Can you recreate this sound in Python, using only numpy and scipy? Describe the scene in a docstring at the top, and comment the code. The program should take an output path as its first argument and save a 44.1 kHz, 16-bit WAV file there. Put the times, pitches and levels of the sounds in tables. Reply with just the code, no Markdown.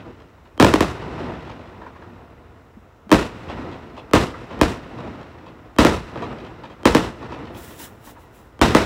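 """Firework shells over a housing estate

Aerial shells burst at night, heard from a walled yard through a phone. Each blast is a pressure jump
repeated by the yard walls, with a faint pre-echo; filtered, smeared copies return from single house fronts.
Shaped noise makes the scatter of the near gardens, the roll from further rows of houses, the town hum
below and a sleeve that rustles as the phone is shifted. Two dull thuds far off are decaying sines."""
import sys
import numpy as np
from scipy import signal
from scipy.fft import rfft, irfft, next_fast_len
from scipy.io import wavfile
from scipy.ndimage import uniform_filter1d

SR = 44100
rng = np.random.default_rng(int(sys.argv[2]) if len(sys.argv) > 2 else 0)


def generate_wav(sig):
    """Save sig (samples, or channels by samples) to the path in sys.argv[1] as 16-bit PCM at SR."""
    pcm = np.round(np.clip(np.atleast_2d(sig).T, -1, 1) * 32767).astype(np.int16)
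    wavfile.write(sys.argv[1], SR, pcm)


def volts_from_db(level):
    """Convert decibel levels to linear amplitude ratios."""
    exponent = np.asarray(level, float) / 20
    return 10 ** exponent


N = 390285
LEAD = 1200  # samples of room ahead of each bang, for its pre-echo


def resonance(s, hz, width):
    """Band-pass response with gain 1 at the centre; width is relative to the centre."""
    return width * s / hz / ((s / hz) ** 2 + width * s / hz + 1)


# All-pass stages that make the lows trail the crack. Each row: centre in Hz, width over centre.
LOW_LAG = [(540, 2.3), (520, .2), (187, .98)]
# Repeats of the bang by the near walls, the last a late thump. The first row is no wall but a pre-echo,
# a faint tick ahead of the bang.
# Each row: delay in ms, share of the direct pressure, top in Hz, delay scatter in ms.
REPEATS = [(-22, 0.045, 8100, 0.37), (1.4, -0.68, 18000, 0.056), (2.5, -0.44, 6000, 0.12),
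           (19.5, 0.47, 6200, 0.37), (39., 0.25, 740, 0.54)]
BLAST_S, BLAST_LOW_HZ = 0.00286, 264  # time constant of the pulse, low cut
BODY_TOP_HZ, CRACK_DB, CRACK_TOP_HZ = 1370, -1, 13100  # rounded body, with the steep front left as a crack
YARD_HZ, YARD_WIDTH, YARD_DB = 311, 0.11, -4  # the walled yard booms: centre, width over centre, level


def blast(draw):
    """Spectrum of a pressure jump that sags into suction, lows trailing, with wall repeats and a pre-echo."""
    s = 1j * (np.arange(2049) * SR / 4096 + 1e-3)  # imaginary frequency in Hz
    u = s * 2 * np.pi * BLAST_S * (1 + 0.051 * draw[0])  # every shell differs a little in length
    pulse = BLAST_S * SR * u / (1 + u) ** 2
    body = 1 / (1 + s / BODY_TOP_HZ)
    crack = volts_from_db(CRACK_DB) / (1 + s / CRACK_TOP_HZ)
    pulse = pulse * (body + crack)
    pulse = pulse * (1 + volts_from_db(YARD_DB) * resonance(s, YARD_HZ, YARD_WIDTH))
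    low = s / BLAST_LOW_HZ
    for damping in (1.85, 0.765):  # two stages of a fourth-order low cut
        pulse = pulse * low ** 2 / (low ** 2 + damping * low + 1)
    for hz, width in LOW_LAG:
        square, slope = (s / hz) ** 2 + 1, width * s / hz
        pulse = pulse * (square - slope) / (square + slope)
    repeats = 1
    for (ms, share, top_hz, scatter_ms), chance in zip(REPEATS, draw[1:]):
        delay_s = (ms + scatter_ms * chance) / 1000
        repeats = repeats + share * np.exp(-2 * np.pi * s * delay_s) / (1 + s / top_hz)
    return s, pulse * repeats * np.exp(-2 * np.pi * s * LEAD / SR)


# The shells; the first burst just before the start, so only its echoes are heard.
# Each row: start in seconds, blast trim in dB, near scatter trim in dB, far roll trim in dB,
# house-front echo trim in dB, further gain of the later fronts in dB per second of delay.
BANGS = [(-.396, 3.5, 3, -7, -1.5, -14.5), (0.5997, 0.5, 2.5, 0, -12, 8.5),
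         (0.6257, 0.5, -3, -14, -18, 8.5), (0.6468, 0, -7, -2, -10.5, 9.5),
         (0.739, -1.5, -5.5, -1.5, -14, 6.5), (0.8071, -3.5, -5.5, 3.5, -8.5, 0.5),
         (3.1164, 0, -4.5, 2.5, -5, 1.5), (3.1263, 1, 0, -1.5, -2, 2.5), (4.135, -0.5, 2, 2.5, 0.5, -13.5),
         (4.6135, 0.5, -2.5, 1, -7, 1.5), (5.7863, -1.5, 4, 2.5, -0.5, 0), (5.8492, -1, -1.5, -2.5, 9, -18),
         (6.8553, 1, 0.5, -1, -3, -3), (6.9492, -0.5, -2.5, -2, 4, -12.5), (8.6146, -1, 4, 13, 0, 0),
         (8.7495, 1, 1, 0, 0, 0)]
# Pre-echo: thin ringing smeared ahead of each direct bang, no part of the shell's own sound.
# Each row: pitch in Hz, width over centre, level in dB against the bang's own spectrum.
PRE_ECHO = [(1200, 0.092, -10.5), (3150, 0.017, -4.5)]
BLAST_DB = 4  # added to every blast trim


def blasts():
    """The shells heard directly, each one blast pulse with pre-echo ringing ahead of it."""
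    out = np.zeros(N + 8192)
    chance = rng.standard_normal((len(BANGS), 1 + len(REPEATS)))
    for (start, db, *_), draw in zip(BANGS[1:], chance):
        s, spectrum = blast(draw)
        # a resonance of -s rings backwards in time
        ringing = sum(volts_from_db(ring_db) * resonance(-s, hz, width) for hz, width, ring_db in PRE_ECHO)
        at = int(start * SR) - LEAD
        out[at:at + 4096] += volts_from_db(db + BLAST_DB) * irfft(spectrum * (1 + ringing))
    return out[:N]


# Single house fronts that throw every bang back. Each row: delay after the bang in seconds,
# knock peak in dB before the bang's trims, knock centre in Hz, spread in ms, snap in dB over the knock.
HOUSE_FRONTS = [(.3715, -22, 950, 11.3, -9), (.598, -32.5, 1090, 6.7, -1), (.849, -27, 890, 13, -8),
                (1.2152, -27.5, 1200, 16, -21)]
KNOCK_WIDTH, SNAP_HZ, SNAP_WIDTH = 1.42, 2780, 0.94  # widths over centre
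FACE_ON = 0.22  # the flat wall itself, against the norm of the scattered ledges
# echoes come in low, so the wall across the yard repeats their snap strongly
YARD_AGAIN_MS, YARD_AGAIN = 17, 0.81


def facades():
    """Thin copies of every blast, smeared by sills, eaves and porches at slightly different depths."""
    out, t = np.zeros(N + 3 * SR), np.arange(2048) / SR
    draw_count = 1 + len(REPEATS) + len(t)
    chance = rng.standard_normal((len(BANGS), len(HOUSE_FRONTS), draw_count))
    for (start, *_, echo_db, later_db), draws in zip(BANGS, chance):
        for (delay, db, hz, ms, snap_db), draw in zip(HOUSE_FRONTS, draws):
            s, spectrum = blast(draw)
            # cubing leaves a few ledges standing out
            ledges = draw[-len(t):] ** 3 * np.exp(-t / (ms * 1e-3))
            spectrum = spectrum * (rfft(ledges, 4096) + FACE_ON * np.linalg.norm(ledges))
            knock = irfft(spectrum * resonance(s, hz, KNOCK_WIDTH) ** 2)
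            yard_repeat = 1 + YARD_AGAIN * np.exp(-2 * np.pi * s * YARD_AGAIN_MS / 1000)
            snap_band = resonance(s, SNAP_HZ, SNAP_WIDTH) ** 2 * s / (s + SNAP_HZ)
            snap = irfft(spectrum * snap_band * yard_repeat)
            echo = knock / np.abs(knock).max() + volts_from_db(snap_db) * snap / np.abs(snap).max()
            at = int((start + delay) * SR) - LEAD + SR  # a spare second holds what precedes the start
            out[at:at + 4096] += volts_from_db(db + echo_db + later_db * delay) * echo
    return out[SR:SR + N]


BANDS_HZ = 25 * 2 ** np.arange(0, 9.6, .5)  # half-octave centres
STEP = 16  # samples between envelope points


def colour(table, hz):
    """Spectrum level in dB, drawn straight between points on a log frequency axis."""
    table_hz, table_db = np.transpose(table)
    return np.interp(np.log(hz), np.log(table_hz), table_db)


def shares(table):
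    """Power of each half-octave band, summing to 1; only the shape of the table counts."""
    power = volts_from_db(2 * colour(table, BANDS_HZ)) * BANDS_HZ
    return power / power.sum()


def walk(rate):
    """Random levels held 1 / rate seconds and slewed twice; spread near 1."""
    k = int(SR / STEP / rate)
    held = np.repeat(rng.standard_normal(N // STEP // k + 2), k)
    return 0.64 * uniform_filter1d(uniform_filter1d(held, k), k)[:N // STEP + 1]


def band_noise(power):
    """Noise split into half-octave bands that follow rows of power over time."""
    size = next_fast_len(N)
    white = rfft(rng.standard_normal(size))
    hz = np.arange(size // 2 + 1) * SR / size + 0.0009
    out = np.zeros(N)
    for centre, row in zip(BANDS_HZ, power):
        window = np.cos(np.pi / 2 * np.clip(2 * np.log2(hz / centre), -1, 1))
        band = irfft(white * window, size)[:N]
        level = np.interp(np.arange(N) / STEP, np.arange(len(row)), np.sqrt(row))
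        out += band / band.std() * level
    return out


# Scatter from the gardens around. Each row: time after the bang in seconds, level in dB before its trim.
GARDEN_FADE = [(0, -28.5), (.006, -13.5), (0.032, -17.5), (0.061, -23), (.1, -25), (0.142, -32.5),
               (.2, -46.5), (.3, -47), (.4, -66)]
# Spectrum shape of the garden scatter. Each row: frequency in Hz, relative level in dB per Hz.
GARDEN_COLOUR = [(24, -51), (40, 4), (150, 1.5), (253, 0), (325, 2), (606, -5), (758, -9.5), (949, -3),
                 (1050, -6.5), (1560, -12), (2920, -16.5), (7520, -29), (15500, -47.5)]
# Spectrum shape of the far roll. Each row: frequency in Hz, relative level in dB per Hz.
ROLL_COLOUR = [(24, -44), (40, -3), (103, -0.5), (188, -4.5), (260, -1), (722, -11.5), (926, -8.5),
               (1380, -15), (2390, -20), (4240, -30), (7710, -45), (15500, -63)]
# Rows of houses further off, each sending back a roll. 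Each row: peak in seconds after the bang,
# level in dB before the bang's trim, extra boom in dB, rise in seconds, fade in dB per second.
HOUSE_ROWS = [(.14, -41.5, -3, 0.12, 10), (.4, -39.5, 2, 0.046, 26.5), (.468, -42.5, 8, 0.026, 142),
              (1.225, -52.5, -1.5, 0.016, 12.5)]
NEAR_LOSS_DB, FAR_LOSS_DB = 5, 2  # air dulls the treble: dB per octave above 1 kHz per second of travel
ROLL_S = 3  # each bang's scatter ends here


def echoes():
    """Band power of the diffuse scatter: near gardens, then the far roll, duller with travel."""
    t = np.arange(N // STEP + 1) * STEP / SR
    octaves = np.log2(np.maximum(BANDS_HZ / 1000, 1))[:, None]
    near_s, near_db = np.transpose(GARDEN_FADE)
    boom = np.exp(-(np.log2(BANDS_HZ / 350) / 2.1) ** 2)[:, None]  # weight of each band in the boom range
    near, far = np.zeros((2, len(BANDS_HZ), len(t)))
    for start, _, garden_db, roll_db, *_ in BANGS:
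        span = (t >= start) & (t < start + ROLL_S)
        age = t[span] - start
        fade = np.interp(age, near_s, near_db, right=-200)
        near[:, span] += volts_from_db(2 * (garden_db + fade - NEAR_LOSS_DB * octaves * age))
        duller = volts_from_db(2 * (roll_db - FAR_LOSS_DB * octaves * age))
        for peak_s, db, boom_db, rise_s, fade_db in HOUSE_ROWS:
            late = age - peak_s
            shape = np.where(late < 0, np.exp(-(late / rise_s) ** 2), volts_from_db(-2 * fade_db * late))
            far[:, span] += duller * volts_from_db(2 * (db + boom * boom_db)) * shape
    # separate reflections arrive in clumps; far off, the slower lumps sit in the boom range
    near_clumps = volts_from_db(2 * (2.3 * walk(300) + 1.0 * walk(60)))
    far_clumps = volts_from_db(2 * (2.0 * walk(140) + 3.2 * boom * walk(35)))
    near *= shares(GARDEN_COLOUR)[:, None] * near_clumps
    far *= shares(ROLL_COLOUR)[:, None] * far_clumps
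    return near + far


# Cloth rubs. Each row: start in seconds, hold in seconds, level in dB, fade in dB per second.
SLEEVE_RUBS = [(7.575, .12, -47, 77), (7.8, 0.05, -39, 418), (8.055, 0.051, -48, 400.5),
               (8.2, .03, -61, 234), (8.353, .02, -57, 130)]
# Spectrum shape of the cloth. Each row: frequency in Hz, relative level in dB per Hz.
CLOTH_COLOUR = [(880, -35), (1500, 5), (1820, 3), (2310, -6), (3800, 3), (5090, -13), (7230, 2),
                (10700, -9.5), (15500, 0)]
SLEEVE_RISE_DB_PER_S = 424


def sleeve():
    """Band power of cloth sliding near the microphone, a little grainy."""
    t = np.arange(N // STEP + 1) * STEP / SR
    power = 0
    for start, hold, db, fade_db in SLEEVE_RUBS:
        rise = SLEEVE_RISE_DB_PER_S * np.maximum(start - t, 0)
        fade = fade_db * np.maximum(t - start - hold, 0)
        power = power + volts_from_db(2 * (db - rise - fade))
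    grain = volts_from_db(2 * (1.5 * walk(300) + 1.6 * walk(30)))
    return shares(CLOTH_COLOUR)[:, None] * power * grain


# Dull thuds far off. Each row: start in seconds, peak in dB, pitch in Hz, t60 of the decay in seconds.
FAR_THUDS = [(2.769, -34, 220, 0.032), (3.067, -34, 212, .036)]


def thuds():
    """Low knocks: short decaying sines that swell in, the edge worn off by distance."""
    out, t = np.zeros(N), np.arange(4096) / SR
    for start, db, hz, t60 in FAR_THUDS:
        knock = np.sin(2 * np.pi * hz * t) * t * np.exp(-np.log(1000) * t / t60)
        at = int(start * SR)
        out[at:at + 4096] += volts_from_db(db) * knock / np.abs(knock).max()
    return out


# Spectrum shape of the night hum. Each row: frequency in Hz, relative level in dB per Hz.
TOWN_COLOUR = [(15, -54), (25, -17.5), (33, -4), (70, 1.5), (84, -6), (102, -0.5), (149, -29), (263, -12),
               (1130, -18), (4740, -41), (5880, -39), (9320, -49), (16000, -46)]
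TOWN_DB = -51  # the whole hum, before it wavers


def town():
    """Band power of the night hum: a shared swell, each band wavering alone."""
    swell = walk(1.8)
    return np.array([share * volts_from_db(2 * (TOWN_DB + 1.0 * swell + 1.2 * walk(6.3)))
                     for share in shares(TOWN_COLOUR)])


def scene():
    """All sources summed at the one microphone."""
    noise = band_noise(echoes() + town() + sleeve())
    return (blasts() + facades() + noise + thuds())[None]


MIC_LOW_HZ, MIC_TOP_HZ, CUT_HZ = 45.2, 15700, 16800
DRIVE, KNEE = 0.96, 3.55  # the input levels off at 1 / DRIVE; a higher KNEE bends later


def roll_off(x):
    """The treble ends steeply here."""
    return signal.sosfilt(signal.butter(12, 16810, fs=SR, output="sos"), x)


def record(dry):
    """The microphone drops the deepest bass and the very top, then the input overloads softly."""
    dry = signal.sosfilt(signal.butter(4, MIC_LOW_HZ, "high", fs=SR, output="sos"), dry)
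    dry = signal.sosfilt(signal.ellip(8, .3, 60, MIC_TOP_HZ, fs=SR, output="sos"), dry)
    dry = dry / (1 + np.abs(DRIVE * dry) ** KNEE) ** (1 / KNEE)
    # trim the treble that the overload adds
    dry = signal.sosfilt(signal.ellip(8, .1, 50, CUT_HZ, fs=SR, output="sos"), dry)
    return roll_off(dry)


dry = scene()
out = record(dry)
generate_wav(out)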